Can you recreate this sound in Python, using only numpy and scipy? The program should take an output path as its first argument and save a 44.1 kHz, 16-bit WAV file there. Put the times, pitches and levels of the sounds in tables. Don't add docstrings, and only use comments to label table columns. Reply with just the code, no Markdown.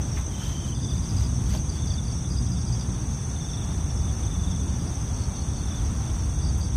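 import sys
import numpy as np
from scipy import signal
from scipy.fft import rfft, irfft
from scipy.io import wavfile
from scipy.ndimage import uniform_filter1d

SR = 44100
rng = np.random.default_rng(int(sys.argv[2]) if len(sys.argv) > 2 else 0)


def unload_wav(signal):
    wavfile.write(
        sys.argv[1],
        SR,
        np.round(np.clip(np.atleast_2d(signal).T, -1, 1) * 32767).astype(np.int16),
    )


def voltage_ratio(level):
    return 10 ** (np.asarray(level, float) / 20)


N = 298116


def rms_one(x):
    return x / np.sqrt(np.mean(x ** 2) + 1e-20)


def drift(rate_hz):
    r = np.exp(-80 * np.pi * rate_hz / SR)
    slow = signal.lfilter([1], [1, -2 * r, r * r], rng.standard_normal(N // 40 + 2002))[2000:]
    return np.interp(np.arange(N) / 40, np.arange(len(slow)), rms_one(slow))


def coloured(x, spectrum):
    hz, db = np.transpose(spectrum)
    log_hz = np.log(np.maximum(np.fft.rfftfreq(N, 1 / SR), 1))
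    gain = voltage_ratio(np.interp(log_hz, np.log(hz), db, left=-90, right=-90))
    return rms_one(irfft(rfft(x) * gain, N))


def stroke(start_hz, end_hz, length_s):
    part = np.linspace(0, 1, round(length_s * SR))
    hz = start_hz + (end_hz - start_hz) * part ** 1.25
    return np.sin(np.pi * part) ** 1.3 * np.sin(2 * np.pi * np.cumsum(hz) / SR)


def play(clicks, shape):
    return signal.oaconvolve(clicks, shape)[:N]


def foliage(x):
    t60_s = .12
    t = np.arange(SR // 2) / SR
    tail = rng.standard_normal(len(t)) * voltage_ratio(-60 * t / t60_s)
    return play(x, tail / np.sqrt(np.sum(tail ** 2)))


def far_chorus():
    # start pitch in Hz, end pitch in Hz, pitch spread in Hz, stroke length in seconds,
    # strokes per second, level in dB, throb in dB.
    crowds = [
        (3668, 3260, 140, .02, 250, -56.5, 1.5),
        (4874, 4350, 190, 0.013, 400, -61, 0),
        (5653, 5480, 55, 0.0091, 200, -52.5, -2.8),
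        (6000, 5700, 130, 0.0104, 300, -48.5, 0.5),
        (6284, 6010, 75, .016, 250, -46, 0.5),
        (6560, 6300, 110, .012, 250, -52, -1),
        (6780, 6520, 30, 0.013, 300, -61.5, -1.5),
        (8424, 7900, 263, 0.0042, 900, -53.5, -0.5),
        (9360, 8530, 255, 0.0027, 650, -57.5, 0.4),
        (9660, 10350, 125, 0.0062, 500, -68, 1.7),
    ]
    out = np.zeros(N)
    for start_hz, end_hz, spread_hz, length_s, per_s, db, throb_db in crowds:
        crowd = np.zeros(N)
        for off in np.linspace(-1.6, 1.6, 5):
            gaps, sizes = rng.exponential(1, 8000), rng.standard_normal(8000)
            at = (np.cumsum(gaps) * SR / per_s).astype(int)
            clicks = np.bincount(at[at < N], sizes[at < N], N)
            voice = stroke(start_hz + off * spread_hz, end_hz + off * spread_hz, length_s)
            crowd += play(clicks, voice) * np.exp(-off ** 2 / 3)
        out += rms_one(crowd) * voltage_ratio(db + throb_db * drift(17))
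    return out


def traffic():
    # time in seconds, level of the swell in dB.
    swell = [(0, -30), (.55, -31), (1.0, -29.5), (1.5, -26), (1.75, -29.5), (2.0, -28), (2.2, -30.5),
             (3.0, -29.5), (3.5, -34.5), (3.85, -27.5), (4.6, -27.5), (5.1, -30.5), (5.6, -29), (6.76, -27)]
    # frequency in Hz, density in dB per Hz.
    rumble = [(12, -35), (20, -20.5), (51, 4.5), (70, 7.5), (177, -11.5), (300, -20), (400, -28),
              (520, -36.5), (880, -120)]
    swell_db = np.interp(np.arange(N) / SR, *np.transpose(swell))
    roar = coloured(rng.standard_normal(N), rumble)
    deep = signal.sosfiltfilt(signal.butter(3, 110, fs=SR, output="sos"), roar)
    upper_db = -32 + 0.16 * (swell_db - swell_db.mean())
    return voltage_ratio(swell_db - 0.65) * rms_one(deep) + voltage_ratio(upper_db) * rms_one(roar - deep)


def air():
    # frequency in Hz, density in dB per Hz.
    hiss = [(200, 6), (400, -2), (800, 1), (1200, -3), (2000, -11), (3000, -13.5), (4200, -16.5),
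            (7200, -15), (10200, -27), (11000, -25.5), (15500, -30.5)]
    return voltage_ratio(-44.5 + 0.92 * drift(0.8)) * coloured(rng.standard_normal(N), hiss)


def tree_chirps():
    # time in seconds, effort in dB.
    effort = [(0, -43.5), (.8, -47.5), (2.1, -46), (3.2, -48), (4.2, -44.5), (5.4, -47), (6.76, -49)]
    chirps_per_s, gap_s, uneven_s, uneven_db = 13.5, .022, .005, 2.5
    luck = rng.standard_normal((100, 2))
    s = np.arange(len(luck)) / chirps_per_s + .03 + uneven_s * luck[:, 0]
    db = np.interp(s, *np.transpose(effort)) + 3.5 + uneven_db * luck[:, 1]
    return [(t, gap_s, gap_s, d) for t, d in zip(s, db)]


def sing(phrases, shape, first_db, last_db, peak_at, uneven_db):
    pitch_uneven = .009
    song = np.zeros(N + 2 * SR)
    start_hz, end_hz, stroke_s = shape
    for s, length_s, gap_s, db in phrases:
        luck = rng.standard_normal((20, 3))
        k = np.arange(round(length_s / gap_s) + 1)
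        swell_db = np.interp(k / k[-1], [0, peak_at, 1], [-first_db, 0, -last_db])
        times = s + gap_s * (k + .06 * luck[k, 0] * (k > 0))
        gains = voltage_ratio(db + swell_db + uneven_db * luck[k, 1])
        tunes = 1 + pitch_uneven * luck[k, 2]
        for at, gain, tune in zip(times, gains, tunes):
            one = gain * stroke(tune * start_hz, tune * end_hz, stroke_s)
            song[int(at * SR):][:len(one)] += one
    return song[:N]


def near_crickets():
    # start in seconds, length in seconds,
    # gap between strokes in seconds, peak level in dB.
    triller = [(.713, .27, 0.032, -41.5), (1.749, .23, 0.076, -39), (1.71, .23, .0725, -48),
               (2.045, .038, 0.042, -44.5), (3.352, .265, 0.043, -39), (3.667, .125, .0625, -46),
               (4.22, .38, 0.041, -40.5), (5.556, .2, 0.035, -41.5)]
    low_triller = [
        (0.302, .33, 0.03, -42),
        (0.673, .045, .044, -40),
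    ]
    slow_chirper = [(1.502, .07, .034, -37), (1.69, .058, .029, -36.5), (1.871, .062, .031, -36),
                    (2.046, .066, 0.031, -38), (6.418, .066, .022, -40.5), (6.606, .04, .02, -38.5)]
    far_chirper = [
        (5.167, .072, 0.021, -43.5),
        (5.358, .066, 0.027, -41.5),
        (5.546, .057, 0.011, -46),
    ]
    # start in seconds, peak level in dB.
    fast_chirps = [(.746, -41), (.812, -38), (0.886, -38), (.961, -43), (1.022, -39), (1.09, -37.5),
                   (1.164, -36.5), (1.232, -37), (2.302, -36), (2.367, -35.5), (2.444, -42), (2.514, -40),
                   (2.583, -43), (2.659, -41.5), (2.722, -38), (2.792, -37.5), (4.8, -48), (4.87, -46),
                   (5.0, -45.5), (5.071, -51)]
    # start pitch in Hz, end pitch in Hz, stroke length in seconds.
    strokes = [
        (3690, 3290, .03),
        (3300, 2930, .027),
        (5200, 4500, .011),
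        (5020, 4300, .016),
        (4900, 3980, .02),
        (6290, 6030, .017),
    ]
    # first stroke in dB under the peak, last stroke in dB under the peak,
    # place of the peak from 0 to 1, unevenness in dB.
    phrasing = [(7.0, 3.0, .65, 1.5), (5.0, 2.5, .4, 1.2), (1.0, 7.0, .4, 2.5), (3.0, 1.5, .6, 2.5),
                (7.0, 0.5, .75, 2.5), (3.0, 3.0, .45, 2.5)]
    echoes = [-12, -6, -6, -8, -10, -5]
    fast_chirper = [(s, .028, .014, db) for s, db in fast_chirps]
    singers = [triller, low_triller, fast_chirper, slow_chirper, far_chirper, tree_chirps()]
    direct, to_leaves = np.zeros(N), np.zeros(N)
    for phrases, manner, shape, echo_db in zip(singers, phrasing, strokes, echoes):
        song = sing(phrases, shape, *manner)
        direct += song
        to_leaves += voltage_ratio(echo_db) * song
    return direct + foliage(to_leaves)


def handling():
    # peak in seconds, swell in seconds, peak level in dB.
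    rubs = [(.19, 0.09, -60), (0.449, .2, -59), (.55, .15, -65), (0.681, 0.088, -62.5), (0.951, 0.097, -66),
            (1.1, 0.21, -68), (1.23, 0.12, -63), (1.45, 0.21, -70), (1.555, .12, -56), (1.78, 0.09, -67),
            (1.87, 0.082, -70.5)]
    # frequency in Hz, density in dB per Hz.
    cloth = [(400, -4.5), (800, 9.5), (1500, 7), (3000, 10), (7000, 6.5), (10000, -1), (15500, -3)]
    # start in seconds, peak level in dB, ring in Hz, 60 dB decay in seconds.
    knocks = [
        (.166, -34.5, 2080, 0.13),
        (.17, -37, 1200, 0.16),
        (.415, -36.5, 1350, 0.066),
        (.448, -37, 6500, 0.012),
        (1.535, -33.5, 540, 0.13),
        (1.54, -36, 876, 0.089),
    ]
    grains = rng.standard_normal(N) * voltage_ratio(3.5 * drift(300))
    now = np.arange(N) / SR
    rub = np.zeros(N)
    for s, swell_s, db in rubs:
        rub += voltage_ratio(db + 13) * np.interp(now, [s - swell_s, s, s + 0.5 * swell_s], [0, 1, 0])
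    out = rub * coloured(grains, cloth)
    t = np.arange(SR // 4) / SR
    for s, peak_db, hz, t60_s in knocks:
        scrape = rng.standard_normal(len(t)) * voltage_ratio(-60 * t / t60_s) * (1 - np.exp(-t / 0.0036))
        case = signal.butter(2, [hz / 1.2, hz * 1.25], "band", fs=SR, output="sos")
        ring = signal.sosfilt(case, scrape)
        out[round(s * SR):][:len(t)] += voltage_ratio(peak_db) * ring / np.abs(ring).max()
    return out


def katydid():
    wing = (9720, 9120, 0.0055)
    start_s, attack_s, strokes_per_s = 0.38, 0.24, 97
    sets_in = np.clip((np.arange(N) / SR - start_s) / attack_s, 0.1, 1)
    rate = strokes_per_s * (1 + .045 * drift(1.5) + .04 * drift(25))
    turns = np.floor(np.cumsum(rate) / SR)
    clicks = np.diff(turns, prepend=0) * voltage_ratio(rng.normal(0, 1.1, N)) * rng.choice([-1, 1], N)
    buzz = rms_one(play(clicks, stroke(*wing)))
    return sets_in * voltage_ratio(-59.5) * (buzz + voltage_ratio(-5.5) * foliage(buzz))


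def engine():
    # start in seconds, end in seconds, start firing rate in Hz, end firing rate in Hz, peak in dB.
    pulls = [
        (0.798, 1.726, 54, 66.54, -29),
        (1.796, 3.404, 54.64, 63.26, -31),
        (3.848, 4.95, 52.9, 63.3, -33),
    ]
    # multiple of the firing rate, level in dB.
    orders = [(1, -1.5), (2, -1), (3, -5), (4, -13.5)]
    shift_dip_db = 14.5
    t, out = np.arange(N) / SR, np.zeros(N)
    waver = 1 + 0.0096 * drift(7.9)
    throbs = [2.8 * drift(3.3) for _ in orders]
    for start, end, start_hz, end_hz, db in pulls:
        part = np.clip((t - start) / (end - start), 0, 1)
        phase = 2 * np.pi * np.cumsum((start_hz + (end_hz - start_hz) * part) * waver) / SR
        load = voltage_ratio(db - shift_dip_db * (2 * part - 1) ** 2) * np.clip(20 * part * (1 - part), 0, 1)
        for (k, level_db), throb_db in zip(orders, throbs):
            out += load * voltage_ratio(level_db + throb_db) * np.sin(k * phase)
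    return out


def squeak():
    s, start_hz, end_hz, length_s, db, flutter_hz = (6.572, 11400, 12900, .042, -55, 107)
    call = stroke(start_hz, end_hz, length_s)
    t = np.arange(len(call)) / SR
    call = call * (1 + 0.81 * np.sin(2 * np.pi * flutter_hz * t)) * (1 + 0.9 * drift(350)[:len(call)])
    out = np.zeros(N)
    out[round(s * SR):][:len(call)] = voltage_ratio(db) * call
    return out


def scene():
    insects = near_crickets() + far_chorus() + katydid() + squeak()
    return (insects + traffic() + engine() + air() + handling())[None, :]


def phone_rounding(x):
    # frequency in Hz, step in dB over the band's usual level.
    coarseness = [(300, -14), (1500, -3), (2950, 4.5), (3600, 4), (4100, 8.5), (4700, 6), (5200, 5),
                  (6400, -5), (7060, 7), (8400, -2), (9900, 1), (10450, 11.5), (10800, 8), (14900, 6),
                  (15700, 24)]
    # time in seconds, extra step in dB.
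    thrift = [(0, 0), (1.8, 1), (3.2, 5), (6.76, 7.5)]
    size, width, wander_db = 1024, 16, 2.8
    n, k = np.arange(2 * size), np.arange(size)
    window = np.sin(np.pi * (n + .5) / (2 * size))
    basis = np.cos(np.pi / size * np.outer(n + .5 + size / 2, k + .5)) * window[:, None] * np.sqrt(2 / size)
    count = N // size + 2
    halves = np.pad(x, (size, count * size - N)).reshape(-1, size)
    lines = (np.hstack([halves[:-1], halves[1:]]) @ basis).reshape(count, -1, width)
    power = np.mean(lines ** 2, axis=2)
    usual = np.sqrt(np.median(power, axis=0)) + 1e-9
    now = np.sqrt(power) + 1e-9
    hz = (np.arange(size // width) + .5) * width * SR / (2 * size)
    valley = abs(hz - 7200) < 350
    chance = uniform_filter1d(rng.standard_normal(now.shape), size=2, axis=0) * np.sqrt(2)
    chance[:, valley] = chance[:, [np.argmin(abs(hz - 7200))]]
    step_db = np.interp(hz, *np.transpose(coarseness)) + wander_db * chance
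    step_db += np.interp(np.arange(count) * size / SR, *np.transpose(thrift))[:, None] * valley
    step = (usual ** .6 * now ** .4 * voltage_ratio(step_db))[:, :, None]
    rounded = np.sign(lines) * np.floor(np.abs(lines) / step + .4) * step
    frames = rounded.reshape(count, size) @ basis.T
    return (frames[:-1, size:] + frames[1:, :size]).ravel()[:N]


def low_pass(x):
    return signal.sosfilt(signal.butter(12, 16130, fs=SR, output="sos"), x)


def record(dry):
    mix = phone_rounding(dry[0])[None, :]
    return low_pass(mix)


dry = scene()
out = record(dry)
unload_wav(out)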